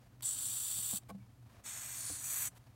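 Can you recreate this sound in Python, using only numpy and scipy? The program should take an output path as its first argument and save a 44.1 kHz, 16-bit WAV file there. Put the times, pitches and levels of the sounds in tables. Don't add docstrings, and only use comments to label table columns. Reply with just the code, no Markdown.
import sys
import numpy as np
from scipy import signal
from scipy.fft import rfft, irfft, next_fast_len
from scipy.io import wavfile
from scipy.ndimage import map_coordinates

SR = 44100
rng = np.random.default_rng(int(sys.argv[2]) if len(sys.argv) > 2 else 0)


def transcribe(signal):
    frames = np.atleast_2d(signal).T
    limited = np.clip(frames, -1, 1)
    pcm = np.round(limited * 32767).astype(np.int16)
    wavfile.write(sys.argv[1], SR, pcm)


N = 121275
TIME = np.arange(N) / SR
LOW_CUT_HZ, TOP_HZ = 41, 15780
MAIN_BAND_HZ = (5200, 10500)


def amp(db):
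    return 10 ** (np.asarray(db) / 20)


def unit(x):
    return x / np.sqrt(np.mean(x ** 2) + 1e-20)


def curve(points):
    return np.interp(TIME, *np.transpose(points))


def wobble(rate_hz):
    return map_coordinates(rng.standard_normal(N), [TIME * rate_hz], mode="wrap")


def filtered(x, response):
    size = next_fast_len(N + 8192)
    return irfft(rfft(x, size) * response(np.fft.rfftfreq(size, 1 / SR)), size)[:N]


def noise(colour):
    pitch_hz, db = np.transpose(colour)
    white = rng.standard_normal(N)
    return unit(filtered(white, lambda hz: amp(np.interp(np.log(hz + 1), np.log(pitch_hz), db))))


# pitch_hz, relative_db
RUMBLE_COLOUR = [(18, -42), (30, -12.5), (80, -5.5), (120, 0.5), (148, -13), (275, -12.5), (400, -29),
                 (720, -31), (2070, -40.5), (15500, -43.5)]
def room(rumble_db=-61.5, hum_hz=120.1, hum_db=-64.5):
    hum = np.sqrt(2) * np.sin(2 * np.pi * hum_hz * TIME + 0.8 * wobble(13))
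    hum *= amp(4 * wobble(13))
    return amp(rumble_db) * noise(RUMBLE_COLOUR) + amp(hum_db) * hum


# time_s, level_db
RUSTLE_LEVEL = [(0, -68.5), (.08, -71.5), (1.0, -72), (1.4, -74), (1.52, -67), (2.55, -71)]
# pitch_hz, relative_db
RUSTLE_COLOUR = [(200, -6), (700, 3.5), (2200, -6), (15000, -20)]
def rustle():
    return amp(curve(RUSTLE_LEVEL)) * unit(noise(RUSTLE_COLOUR) * amp(2.5 * wobble(70)))


# start_s, level_db
TICKS = [(0.208, -50), (1.035, -62), (1.1005, -49.5), (2.577, -57.5), (2.64, -63)]
# pitch_hz, relative_db
TICK_COLOUR = [(400, -5), (3500, -5), (15000, -20)]
def ticks(fade_s=0.013):
    bursts = sum(amp(db - 60 * np.abs(TIME - start) / fade_s) * (TIME >= start) for start, db in TICKS)
    return bursts * noise(TICK_COLOUR)


# pitch_hz, half_width_hz, gain_db
HOLLOWS = [(4910, 170, -6), (6600, 190, -2), (9050, 89, -2), (10520, 230, -4.5)]
def jet(resonances, low_hz=0, high_hz=TOP_HZ):
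    def response(hz):
        power = sum(amp(db) ** 2 / (1 + ((hz ** 2 - pitch ** 2) / (width * hz + 1)) ** 2) ** 2
                    for pitch, width, db in resonances)
        dip_db = sum(db * np.exp(-((hz - pitch) / width) ** 2) for pitch, width, db in HOLLOWS)
        return np.sqrt(power) * amp(dip_db) * (hz >= low_hz) * (hz < high_hz)
    return unit(filtered(rng.standard_normal(N), response))


# start_s, end_s, opening_s, closing_s
HISS_TIMES = [(.222, .989, 0.0027, 0.011), (1.636, 2.491, 0.026, 0.015)]
def breathing_hole(which):
    start, end, opening_s, closing_s = HISS_TIMES[which]
    opening = np.clip((TIME - start) / opening_s, 0, 1) * np.clip((end - TIME) / closing_s, 0, 1)
    flutter_db = 0.5 * wobble(74.4)
    sputter_db = 1.43 * wobble(394.5)
    return opening * amp(flutter_db + sputter_db)


# time_s, level_db
TREBLE_LEVEL = [(.25, -51), (.38, -51.5), (.44, -49), (.96, -45.5), (1.67, -57.5), (1.97, -53), (2.19, -58),
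                (2.25, -49), (2.42, -41.5), (2.48, -49)]
# time_s, level_db
RUSH_LEVEL = [(.25, -54), (.97, -51.5), (1.68, -54.5), (2.2, -59.5), (2.39, -51.5), (2.48, -51.5)]
def hiss_edges(resonances):
    treble = amp(curve(TREBLE_LEVEL)) * jet(resonances, low_hz=MAIN_BAND_HZ[1])
    rush = amp(curve(RUSH_LEVEL)) * jet(resonances, high_hz=MAIN_BAND_HZ[0])
    return treble + rush


# pitch_hz, width_hz, relative_db
FIRST_PEAKS = [(1200, 1630, -23.5), (2960, 880, -21.5), (3520, 890, -13), (4530, 650, -13),
               (6000, 1400, -14), (7290, 450, -1.5), (7804, 510, 2.5), (8600, 410, 0), (9170, 530, -1),
               (9890, 720, -9.5), (11270, 1600, -14.5), (12750, 2100, -16.5), (13600, 610, -15),
               (15500, 770, -14)]
# time_s, level_db
FIRST_EFFORT = [(.229, -48.5), (.252, -36.5), (.32, -38), (.365, -43.5), (.46, -38.5), (.53, -40.5),
                (.97, -40.5)]
def first_hiss():
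    main = amp(curve(FIRST_EFFORT)) * jet(FIRST_PEAKS, *MAIN_BAND_HZ)
    return breathing_hole(0) * (main + hiss_edges(FIRST_PEAKS))


# pitch_hz, width_hz, relative_db
SECOND_PEAKS = [(970, 1030, -15), (1720, 1560, -10), (2450, 820, -13.5), (3500, 850, -11),
                (4470, 630, -12.5), (5440, 300, -8.5), (6200, 470, -3.5), (6880, 650, 0.5),
                (7760, 440, -0.5), (8320, 560, 2), (9850, 1400, -8), (11840, 790, -9), (12870, 930, -8.5),
                (14700, 2200, -14)]
PRESSED_PEAKS = [(1410, 1300, -17), (4530, 1240, -8), (6020, 180, -15), (9220, 730, 0), (9470, 1150, -3),
                 (10740, 400, -7)]
FREED_PEAKS = [(6030, 470, -2), (6910, 720, 1.5), (8070, 750, 5.5), (9800, 1100, -2.5)]
# time_s, share_0_to_1
PRESSED_SHARE = [(1.92, 0), (2.0, 0.28), (2.11, 0.53), (2.22, 0.08)]
# time_s, level_db
SECOND_EFFORT = [(1.65, -48), (1.76, -46.5), (1.88, -48.5), (2.1, -41), (2.2, -47.5), (2.26, -41.5),
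                 (2.46, -40)]
def second_hiss(freed_at_s=2.035, freeing_s=0.15):
    freed = np.clip((TIME - freed_at_s) / freeing_s, 0, 1)
    main = jet(SECOND_PEAKS, *MAIN_BAND_HZ)
    for share, peaks in ((freed, FREED_PEAKS), (curve(PRESSED_SHARE), PRESSED_PEAKS)):
        main = np.sqrt(1 - share) * main + np.sqrt(share) * jet(peaks)
    main *= amp(curve(SECOND_EFFORT))
    return breathing_hole(1) * (main + hiss_edges(SECOND_PEAKS))


def wall_reflections(sound, gain_db=-19, drift=0.004):
    delays_s = [delay * (1 + drift * wobble(1.95)) for delay in rng.uniform(0.002, 0.008, size=5)]
    return amp(gain_db) * sum(map_coordinates(sound, [SR * (TIME - delay)]) for delay in delays_s)


def ring(start_s, tones, attack_s):
    age = np.maximum(TIME - start_s, 0)
    sound = np.zeros(N)
    for k, (hz, db, fade_s) in enumerate(tones):
        db += rng.normal(0, 0.71)
        hz *= rng.normal(1, 0.026)
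        sound += (-1) ** k * amp(db - 60 * age / fade_s) * np.sin(2 * np.pi * hz * age)
    return (1 - np.exp(-age / attack_s)) * sound


# start_s, floor_db, wall_db, cutoff_hz
BUMPS = [(0.785, -49, -55, 700), (.930, -71, -44.5, 1010), (0.9369, -38.5, -51, 500),
         (1.088, -75, -59, 3000), (1.094, -68, -46.5, 3000), (1.1007, -60, -45, 3000),
         (1.1058, -46, -44, 1220), (1.146, -44.5, -50.5, 590), (2.098, -50, -43, 636),
         (2.111, -64, -47, 400)]
# pitch_hz, relative_db, fade_s
FLOOR_TONES = [(188, 7, 0.047), (286, -7.5, 0.063)]
WALL_TONES = [(283, -3.5, 0.056), (510, -3.5, 0.053), (690, -3.5, 0.055), (827, -2.5, 0.05),
              (1085, 0.5, 0.037), (1530, -7, 0.026), (2250, -2, 0.028)]
def tub_bumps():
    sound = np.zeros(N)
    for start_s, floor_db, wall_db, cutoff_hz in BUMPS:
        softened = [(hz, db - 10 * np.log10(1 + (hz / cutoff_hz) ** 4), fade_s)
                    for hz, db, fade_s in WALL_TONES]
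        sound += amp(floor_db) * ring(start_s, FLOOR_TONES, attack_s=0.0041)
        sound += amp(wall_db) * ring(start_s, softened, attack_s=0.002)
    return sound


# start_s, pitch_hz, level_db, fade_s
LONG_RINGS = [(.9365, 130, -42, .05), (1.116, 193, -46, .38), (1.147, 193, -47.5, .2),
              (1.2, 2215, -68, .16), (2.108, 88, -44.5, .1), (2.108, 285, -50, .14),
              (2.131, 97, -44.5, .08)]
def long_rings():
    return sum(ring(start_s, [tone], attack_s=0.0032) for start_s, *tone in LONG_RINGS)


# start_s, length_s, level_db
SCRAPES = [(1.084, 0.032, -57), (2.546, 0.044, -62.5)]
# pitch_hz, relative_db
SCRAPE_COLOUR = [(300, -9), (1000, 4), (6000, -8.5), (8500, -2), (15000, -7.5)]
def scrapes():
    strokes = sum(amp(db) * np.sin(np.pi * np.clip((TIME - start) / length, 0, 1))
                  for start, length, db in SCRAPES)
    grit = unit(noise(SCRAPE_COLOUR) * amp(2.5 * wobble(700)))
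    return strokes * grit


def echo(sound, fade_s=0.12, gain_db=-20):
    age = TIME[:SR // 3]
    tail = rng.standard_normal(len(age)) * amp(-60 * age / fade_s)
    return amp(gain_db) * signal.fftconvolve(sound, tail / np.linalg.norm(tail))[:N]


def scene():
    hisses = first_hiss() + second_hiss()
    near = rustle() + ticks() + hisses + wall_reflections(hisses) + tub_bumps() + long_rings() + scrapes()
    return (near + echo(near) + room())[None]


def record(dry):
    def response(hz):
        return (hz < TOP_HZ) * hz ** 3 / np.sqrt(hz ** 6 + LOW_CUT_HZ ** 6)
    return filtered(dry[0], response)[None]


dry = scene()
out = record(dry)
transcribe(out)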